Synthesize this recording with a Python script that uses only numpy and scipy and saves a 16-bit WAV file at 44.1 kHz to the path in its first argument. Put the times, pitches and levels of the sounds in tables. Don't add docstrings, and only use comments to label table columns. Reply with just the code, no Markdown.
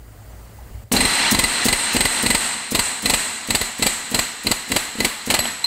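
import sys
import numpy as np
from scipy import signal
from scipy.fft import rfft, irfft, next_fast_len
from scipy.io import wavfile
from scipy.ndimage import uniform_filter1d, minimum_filter1d, map_coordinates

SR = 44100
rng = np.random.default_rng(int(sys.argv[2]) if len(sys.argv) > 2 else 0)


def generate_wav(signal):
    frames = np.transpose(np.atleast_2d(signal))
    scaled = np.clip(frames, -1, 1) * 32767
    pcm = np.round(scaled).astype(np.int16)
    wavfile.write(sys.argv[1], SR, pcm)


def voltage_ratio(decibels):
    exponent = np.asarray(decibels, float) / 20
    return 10 ** exponent


N = 249606
T = np.arange(N) / SR

# (time [s], rumble level [dB], air level [dB])
SHOP_LEVELS = [
    (0, -41.5, -50),
    (.3, -41.5, -46),
    (.55, -39.5, -46),
    (.75, -34, -45.5),
    (.838, -42, -46.5),
    (.842, -38, -54),
    (.912, -48, -54),
    (.93, -74, -57),
    (5.66, -59.5, -78),
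]
# (time [s], level [dB])
PART_SET_DOWN = [
    (0.588, -34.5),
]
# (frequency [Hz], gain [dB])
RUMBLE_COLOUR = [(15, -30), (30, -6), (45, -18), (58, 7.5), (75, -13), (110, -2.5), (140, -20.5),
                 (200, -42), (400, -100)]
AIR_COLOUR = [(90, -40), (150, 1), (250, -5.5), (600, -9.5), (1500, -14.5), (1980, -17.5), (2500, -21),
              (3800, -25.5), (4700, -23), (5600, -26), (7500, -20.5), (12000, -27), (14500, -20),
              (15800, -19.5)]
# (frequency [Hz], width [Hz], level [dB])
FAR_MACHINES = [(645, 220, 0.5), (2000, 90, 4), (2950, 200, 0), (4600, 400, 0)]

# (end time [s], level [dB], air flows on for [s],
# speed of the fade [factor], whistle over the level [dB])
WASH = [(1.081, -20.5, 0.17, 0.52, -5.5), (1.468, -24, 0.2, .8, -2.5), (1.758, -25, 0.2, .7, 0),
        (2.083, -24.5, 0.12, 0.65, -0.5), (2.378, -25, 0.073, 1.02, 0), (2.822, -26.5, 0.041, 1.2, 1.5),
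        (3.167, -26, 0.039, 0.93, 1.5), (3.644, -28.5, 0.0031, 1.6, 0), (3.895, -26.5, .005, 1.06, 1.5),
        (4.22, -27, 0.0027, 1.6, -0.5), (4.544, -29.5, .005, 1.5, -2.5), (4.792, -27.5, .005, 1.34, -3),
        (5.077, -28, .005, 1.5, -8), (5.485, -28, 0.0028, 2, -4.5)]
# (frequency [Hz], gain [dB])
BOOM_COLOUR = [(25, -8.5), (60, -7), (150, -6.5), (240, 0), (330, -4), (600, -5), (900, -6), (1500, -78)]
BODY_COLOUR = [(290, -44), (500, -10), (557, -50), (661, -5), (2040, -3), (3640, -5.5), (4140, -5.5),
               (5020, -10.5), (6500, -14), (8450, -10), (14300, -120)]
TOP_COLOUR = [(8000, -7), (9500, 4.5), (11000, -4.5), (12600, -1.5), (13500, -15), (14400, -6),
              (15000, -15), (15900, -17)]
# (frequency [Hz], width [Hz], level [dB])
PORT_MODES = [(229, 20, 4)]
HUB_MODES = [(956, 18, 3.5), (1229, 18, 1), (1530, 22, 3), (2013, 19, 6), (4214, 30, 1.5), (1948, 120, 6),
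             (2240, 28, -3), (2765, 145, 2), (4040, 42, 9), (4125, 24, 10), (4560, 43, 4.5), (5240, 50, -3)]
EDGE_MODES = [(12940, 220, 9), (14250, 200, 2)]
# (time [s], frequency [Hz])
WHISTLE_CENTRE = [(.9, 8350), (2.4, 8170), (3.3, 7950), (4, 7770), (5.66, 7850)]
# (offset from centre [Hz], gain [dB])
WHISTLE_SKIRT = [(-2600, -19), (-1500, -10), (-700, -1), (-250, 0.5), (2, 4.5), (250, 1), (700, 1),
                 (1300, -14), (2186, -22)]
# (offset from centre [Hz], width [Hz], level [dB])
WHISTLE_CORE = [(60, 190, 0)]
# boom, body, whistle, top
# level over the wash [dB], its drift [dB/s], and its rise while the blows fall [dB]
OVER_DB = [-11.5, -0.3, -0.7, -13.5]
DRIFT_DB_PER_S = [0.12, 0.01, 0.01, 1.96]
STRUCK_DB = [5.5, -3.5, -1.5, -1.5]
SWELL_DB_PER_S = [2, 17.5, 19, -3]
LONGEST_SWELL_S = [0.25, .25, 0.073, 0.058]
FADE_DB_PER_S = [50.3, 47.7, 61.5, 77]
FLOOR_DB = [-50.5, -36, -40, -52]
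OPENING_DB = [-24, -37, -32, -22]
SETTLED_DB = [-23, -24.5, -30.5, -41]

# (frequency [Hz], level [dB], T60 [s])
FREE_MODES = [(4064, -27, 0.35), (7900, -23.5, 0.7), (7842, -28, 0.4), (7915, -19, .1), (11294, -36, 0.8),
              (11420, -35, .7), (11360, -17, 0.07), (14800, -24, 0.025)]
LANDING_MODES = [(985, -22, 0.12), (2200, -13.5, .03), (2760, -24, 0.066), (4097, -1.5, .15),
                 (5916, -24, 0.046), (7950, -19, 0.073), (8350, -23, .05), (13280, -27, .3)]
# (time [s], level [dB], frequency [Hz])
CLATTER = [(5.3662, -15, 2850), (5.4545, -12, 3080), (5.462, -24, 1000), (5.372, -23, 2000),
           (3.898, -22, 1900), (3.174, -23, 1980), (4.834, -27, 1880), (.9185, -20, 2200),
           (.938, -17, 4200), (.917, -14, 950), (.94, -17, 1000), (5.403, -17, 1900), (5.393, -15, 540)]

# (time [s], jet level [dB], length [s])
TRIGGER_OPENINGS = [(0.9175, -19, 0.02), (0.944, -24, .02), (1.305, -15.5, 0.023), (1.641, -20.5, 0.03),
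                    (1.927, -24, 0.026), (2.221, -23.5, 0.018), (2.705, -28, .025), (3.018, -32, 0.02),
                    (3.467, -37, 0.02), (3.779, -34.5, 0.024), (4.099, -33, 0.025), (4.43, -37, .018),
                    (4.683, -36, .016), (5.256, -31, 0.02)]
# (frequency [Hz], gain [dB])
JET_COLOUR = [(1500, -36), (4000, 1.5), (6500, 6.5), (9500, 6.5), (11000, 2.5), (13500, 3), (14900, -3),
              (15900, 2.5)]

# (time [s], peak level [dB], 2 kHz ring [dB], 4 kHz ring [dB], 8 kHz ring [dB])
FIRST_BLOWS = [(0.9645, 1, -7, -1, -24), (1.3473, -7.5, -1.5, -7, -22), (1.6838, 2, -6, -11, -13),
               (1.9648, -5.5, -9, -14, -13), (2.2624, -4, -6, -9, -8.5), (2.7488, 3, -13, -10, -14),
               (3.0572, -0.5, -7, -7.5, -16), (3.5052, -4, -7, -4, -10), (3.824, 3, -13, -8, -9),
               (4.1452, 1.5, -23, -7, -9), (4.4684, -5.5, -9, -3, -22), (4.7181, -6.5, -4.5, -11, -32),
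               (5.0037, -7.5, -3.5, -3, -27), (5.3016, 7, -23, -27, -18)]
NEXT_BLOWS = [(1.005, -1, -5, -7.5, -6), (1.051, -8, -1, -2, -3), (1.39, 2, -8, -15, -11),
              (1.4384, -6, 0.5, -7, -5), (1.727, -2, -4, -16, -10), (2.0061, -1.5, -7.5, -17, -9),
              (2.053, -5, -5, -11, -6.5), (2.303, 0, -7.5, -11, -6), (2.3478, -2.5, -8, -18, -10.5),
              (2.7921, -4, -8, -6, -8), (3.0974, 1, -16, -15, -11), (3.1367, 2, -13, -19, -10),
              (3.5488, 1, -26, -12, -9), (3.6131, -8.5, -8, -5, -12), (3.8647, -0.5, -31, -13, -9),
              (4.1906, -4, -16, -14, -11.5), (4.514, -1, -15, -16, -13), (4.7625, -0.5, -17, -27, -14),
              (5.047, 0, -10.5, -16, -15), (5.34, 5.5, -10, -15, -17), (5.3903, -6.5, -23, -27, -19)]
SPIKE_TIMES = [.9619, 1.0013, 1.049, 1.3447, 1.3882, 1.4352, 1.6819, 1.7246, 1.9615, 2.0037, 2.0502, 2.26,
               2.3016, 2.3455, 2.7466, 2.79, 3.0544, 3.0958, 3.1349, 3.5012, 3.5464, 3.6093, 3.8213, 3.8627,
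               4.1431, 4.1877, 4.4636, 4.5111, 4.7139, 4.76, 5.0007, 5.0453, 5.2992, 5.3387, 5.3876]
# (level [dB], port echo [dB], edge ring [dB])
SLUGS = [(-16, 0, -28), (-18, 2, -28), (-16, -1, -28), (-15, -2, -28), (-14, -5, -30), (-18, -4, -28),
         (-17.5, -3, -30), (-19, -2, -28), (-15, -2, -28), (-18, 2, -28), (-20, 0, -26), (-16, 1, -26),
         (-16, 4, -28), (-21, 8, -26), (-16, -1, -24), (-18, 2, -19), (-17, 0, -25), (-19, 4, -23),
         (-16, -1, -20), (-18, -2, -25), (-16, 0, -23), (-26, -2, -19), (-17, 0, -23), (-17, 1, -21),
         (-15, 0, -24), (-22, -1, -20), (-17, -5, -25), (-15, -1, -26), (-19, -1, -25), (-15, -2, -24),
         (-19, 2, -26), (-17, 0, -27), (-16, 0, -34), (-17, 2, -32), (-23, -6, -36)]
# (time [s], level [dB], second slug [dB])
VALVE_PUFFS = [(0.9147, -15, -14), (.935, -11, 1.5), (1.023, -17, -6), (1.201, -26, -6), (1.246, -26, -4),
               (1.318, -11.5, 6), (1.654, -10.5, -0.5), (1.946, -13.5, -17), (2.233, -15, -1),
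               (2.7191, -16.5, -3), (3.0276, -27, -15), (3.0373, -24, -20), (3.485, -21.5, -16),
               (3.7936, -19.5, -8), (4.115, -21.5, -2), (4.446, -23.5, -11), (4.677, -34, -15),
               (4.6995, -24, -6), (4.952, -27, -13), (4.984, -22, -5), (5.0636, -21, -15),
               (5.2722, -19.5, -2)]
# (time [s], delay [s], level [dB])
RETURN_PUFF = [
    (2.2, 0.019, -32),
    (3.0, 0.013, -23),
    (4.2, .0125, -24),
    (4.5, .0135, -21.5),
    (5.0, 0.014, -21),
]
# (frequency [Hz], gain [dB])
CRACK_COLOUR = [(200, -11), (350, 3.5), (900, 4), (1550, -1), (2000, 3.5), (2700, 5.5), (3400, 0.5),
                (4200, 3.5), (5800, -7.5), (8000, 3), (10300, -5.5), (13000, -9.5), (13600, -9),
                (16000, -15)]
# (frequency [Hz], level in group [dB], T60 [s])
LOW_MODES = [(942, -6.5, 0.034), (2016, -1.5, 0.12), (2203, -10, 0.053), (2810, -5, 0.035)]
MID_MODES = [(4020, -9, 0.091), (4028, -15.5, 0.098), (4126, -5.5, 0.15), (4178, -9.5, 0.073),
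             (4590, -8, 0.073)]
# (offset from its centre [Hz], level in group [dB], T60 [s])
HIGH_MODES = [(-180, -3, 0.064), (-39, -11, 0.034), (168, 0.5, 0.084)]
# (frequency [Hz], level under the blow [dB], T60 [s])
CHISEL_MODES = [(4110, -3, .014), (955, -16, .018), (4600, -13, .04)]

WHISTLE_LAYER, TOP_LAYER = 2, 3
OPEN_S, RISE_S, SETTLE_S = .915, 0.0054, 0.03
LEAD_S, BUILD_S = 0.043, 0.038
LOOSE_S, DROP_S = 5.392, 5.6414
FREED_DB = -9
RESTRIKE_S, RESTRIKE_DB = 5.9, -12
SEAT_S = .0016
SPIKE_S = 3 / 1000


def unit(x):
    return x / np.sqrt(np.mean(x ** 2) + 1e-20)


def curves(rows):
    s, *cols = np.transpose(rows)
    return [np.interp(T, s, c) for c in cols]


def colour(points, hz):
    f, db = np.transpose(points)
    return voltage_ratio(np.interp(np.log(hz + 1), np.log(f), db))


def noise(gain, n=N):
    hz = np.fft.rfftfreq(next_fast_len(n + 2048), 1 / SR)
    spectrum = rfft(rng.standard_normal(2 * len(hz) - 2))
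    return unit(irfft(gain(hz) * spectrum)[:n])


def patchy(gain, patchy_db):
    hz, s, z = signal.stft(rng.standard_normal(N), SR, nperseg=512)
    field = uniform_filter1d(rng.standard_normal(z.shape), size=4, axis=0)
    field = uniform_filter1d(field, size=4, axis=1)
    shaped = z * gain(hz[:, None], s) * voltage_ratio(patchy_db * unit(field))
    return unit(signal.istft(shaped, SR, nperseg=512)[1][:N])


def peaks(modes, hz):
    return sum(voltage_ratio(2 * db) / (1 + (2 * (hz - c) / w) ** 2) for c, w, db in modes)


def ring(hz, db, t60, t, attack=0.0005):
    return voltage_ratio(db - 60 * t / t60) * (1 - np.exp(-t / attack)) * np.sin(2 * np.pi * hz * t)


def flutter(depth_db, knots, rate_hz, t):
    return voltage_ratio(depth_db * map_coordinates(rng.standard_normal(knots), [t * rate_hz]))


def crack(t):
    return noise(lambda hz: colour(CRACK_COLOUR, hz), len(t))


def add(track, s, sound):
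    track[round(s * SR):][:len(sound)] += sound


def shop():
    rumble_db, air_db = curves(SHOP_LEVELS)
    rumble = noise(lambda hz: colour(RUMBLE_COLOUR, hz))
    air = patchy(lambda hz, s: colour(AIR_COLOUR, hz) * np.sqrt(1 + peaks(FAR_MACHINES, hz)), patchy_db=1.5)
    out = voltage_ratio(rumble_db) * rumble + voltage_ratio(air_db) * air
    for s, db in PART_SET_DOWN:
        add(out, s, ring(840, db + 0.5, .04, T[:3000]))
    return out


def hang(layer):
    knots = [(OPEN_S, -70), (OPEN_S + RISE_S, OPENING_DB[layer]), (OPEN_S + SETTLE_S, SETTLED_DB[layer])]
    starts = [row[0] for row in FIRST_BLOWS] + [DROP_S + LEAD_S]
    for start, following, (end, db, flow, speed, whistle_db) in zip(starts, starts[1:], WASH):
        level = db + OVER_DB[layer] + DRIFT_DB_PER_S[layer] * (end - OPEN_S)
        level += whistle_db * (layer == WHISTLE_LAYER)
        level += FREED_DB * (layer == TOP_LAYER and end > LOOSE_S)
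        left = following - LEAD_S - end
        swell = np.clip(min(flow, LONGEST_SWELL_S[layer]), 1e-3, left - 1e-3)
        crest = level + SWELL_DB_PER_S[layer] * swell
        faded = crest - speed * FADE_DB_PER_S[layer] * (left - swell)
        if start > starts[0]:
            knots.append((start + BUILD_S, level + STRUCK_DB[layer]))
        knots += [(end, level), (end + swell, crest), (end + left, faded)]
    return np.hypot(voltage_ratio(curves(knots)[0]), voltage_ratio(FLOOR_DB[layer]) * (T > OPEN_S + RISE_S))


def whistle_wash():
    def gain(hz, s):
        off = hz - np.interp(s, *np.transpose(WHISTLE_CENTRE))
        skirt = voltage_ratio(np.interp(off, *np.transpose(WHISTLE_SKIRT), -90, -90))
        return skirt * np.sqrt(1 + peaks(WHISTLE_CORE, off))
    return patchy(gain, patchy_db=1.6)


def garage():
    boom = noise(lambda hz: colour(BOOM_COLOUR, hz) * np.sqrt(1 + peaks(PORT_MODES, hz)))
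    body = patchy(lambda hz, s: colour(BODY_COLOUR, hz) * np.sqrt(1 + peaks(HUB_MODES, hz)), patchy_db=0.5)
    top = noise(lambda hz: colour(TOP_COLOUR, hz) * np.sqrt(1 + peaks(EDGE_MODES, hz)))
    layers = [boom, body, whistle_wash(), top]
    return sum(hang(layer) * sound for layer, sound in enumerate(layers))


def loose_hub():
    out, t = np.zeros(N + SR), np.arange(SR // 3) / SR

    def tumbling():
        return sum(ring(*mode, t) * flutter(3.5, 70, 190, t) for mode in FREE_MODES)

    add(out, LOOSE_S, tumbling())
    add(out, RESTRIKE_S, voltage_ratio(RESTRIKE_DB) * tumbling())
    for s, db, hz in CLATTER:
        dull = noise(lambda f: colour(CRACK_COLOUR, f) / (1 + (f / 6000) ** 6), len(t))
        add(out, s, ring(hz, db, 0.015, t) + voltage_ratio(db - 5.0 - 60 * t / 0.022) * dull)
    knock = voltage_ratio(-28.5) / (1 + (t / 0.012) ** 5) * crack(t)
    landing = sum(ring(*mode, t, attack=0.0031) for mode in LANDING_MODES)
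    add(out, DROP_S, knock + landing * (0.31 + 0.49 / (1 + (t / 0.0057) ** 6)))
    return out[:N]


def trigger():
    out, t = np.zeros(N + SR), np.arange(SR // 12) / SR
    for s, db, length in TRIGGER_OPENINGS:
        shape = (1 - np.exp(-(t / 0.0044) ** 2)) / (1 + (t / length) ** 4)
        jet = noise(lambda hz: colour(JET_COLOUR, hz), len(t))
        add(out, s, voltage_ratio(db + 2) * shape * flutter(2.5, 40, 300, t) * jet)
    return out[:N]


def puff(db, second_db, t, echo_db):
    def spike(at):
        return (((t - at) / 0.00091) ** 2 - 1) * np.exp(-((t - at) / 0.00085) ** 2 / 2)

    slug = spike(SPIKE_S) + ring(rng.normal(220, 12.0), -5, 0.025, t, attack=0.006)
    slug += ring(rng.normal(495, 22), -5.5, 0.02, t, attack=0.00094)
    echo = voltage_ratio(echo_db) * spike(SPIKE_S + .0042)
    second = voltage_ratio(second_db) * np.pad(slug, (round(0.00848 * SR), 0))[:len(t)]
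    hiss = noise(lambda hz: colour(CRACK_COLOUR, hz) * (hz > 700), len(t))
    spit = voltage_ratio(-8.5 - 60 * t / 0.074) * (1 - np.exp(-t / 0.0032)) * hiss
    return voltage_ratio(db + 2) * (slug + echo + second + spit)


def valve_puffs(out, t):
    at, delay, back_db = np.transpose(RETURN_PUFF)
    returns = [(s + np.interp(s, at, delay), np.interp(s, at, back_db), -5) for s, *_ in FIRST_BLOWS]
    for s, db, second_db in VALVE_PUFFS + returns:
        add(out, s, puff(db, second_db, t, echo_db=-4))


def recoil(db, t):
    turns = 30 * t + 60 * .015 * (1 - np.exp(-t / 0.0069))
    return voltage_ratio(db - 60 * t / 0.17) * (1 - np.exp(-t / 0.0011)) * np.sin(2 * np.pi * turns)


def bench_thump(puff_db, t):
    upper = ring(rng.normal(335, 35), puff_db + 3, 0.024, t, attack=0.0015)
    return upper + ring(rng.normal(115, 20), puff_db - 5, 0.05, t, attack=0.002)


def chatter(hold, t):
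    seated = 1 / (1 + (t / (hold + SEAT_S)) ** 6)
    decay = voltage_ratio(-60 * t / 0.061) * seated + voltage_ratio(-11 - 60 * t / 0.11)
    return (1 - np.exp(-(t / 0.002) ** 2)) * decay * crack(t)


def hub_ring(s, low_db, mid_db, high_db, t):
    centre = np.interp(s, *np.transpose(WHISTLE_CENTRE))
    groups = [(low_db, 0, LOW_MODES, .003), (mid_db, 0, MID_MODES, .0008), (high_db, centre, HIGH_MODES, .001)]
    out = 0
    for level, base_hz, modes, attack in groups:
        for hz, own_db, t60 in modes:
            out = out + ring(base_hz + hz, level + own_db + rng.normal(0, 1.8), t60, t, attack)
    return out


def chisel_ring(db, t):
    late, out = t - 1 / 1000, 0
    for hz, own_db, t60 in CHISEL_MODES:
        level = own_db - db / 2 + rng.normal(0, 1.5)
        out = out + ring(hz * rng.normal(1, 0.01), level, t60, late, attack=1 / 700) * (late > 0)
    return out


def hammer():
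    out, t, last = np.zeros(N + SR), np.arange(SR // 8) / SR, 0
    blows = sorted(FIRST_BLOWS + NEXT_BLOWS)
    for (s, db, low_db, mid_db, high_db), spike_s, (puff_db, echo_db, edge_db) in zip(blows, SPIKE_TIMES, SLUGS):
        hold = .007 if s - last > 1 / 10 else .0105
        hold *= .35 if s > LOOSE_S - 1 / 100 else 1
        add(out, s - SEAT_S, voltage_ratio(db - 6.5) * chatter(hold, t))
        contact = 1 / (1 + (t / hold) ** 6)
        modes = hub_ring(s, low_db, mid_db, high_db, t) * (0.27 + 0.58 * contact)
        edge = ring(rng.normal(12960, 60), edge_db, .07, t)
        add(out, s, voltage_ratio(db) * (chisel_ring(db, t) + edge + modes))
        add(out, spike_s - SPIKE_S, puff(puff_db, -17.5, t, echo_db))
        add(out, s - .001, recoil(-18 - 1.77 * s, t))
        add(out, s + 0.0016, bench_thump(puff_db, t))
        last = s
    valve_puffs(out, t)
    return out[:N]


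def scene():
    return (shop() + garage() + loose_hub() + trigger() + hammer())[None]


def band_limit(x):
    return signal.sosfilt(signal.butter(12, 16990, fs=SR, output="sos"), x)


def record(dry):
    level = np.sqrt(np.abs(uniform_filter1d(dry ** 2, size=90)))
    gain = minimum_filter1d(np.minimum(1, voltage_ratio(-10.5) / (level + 1e-9)) ** 1.01, size=130)
    x = dry * uniform_filter1d(gain, size=90)
    x = x / (1 + np.abs(x / 0.54) ** 5) ** (1 / 5)
    over_hz = np.clip(np.fft.rfftfreq(N, 1 / SR) - 15730, 0, None)
    x = irfft(rfft(x) * voltage_ratio(-.2 * over_hz), N)
    return band_limit(x)


dry = scene()
out = record(dry)
generate_wav(out)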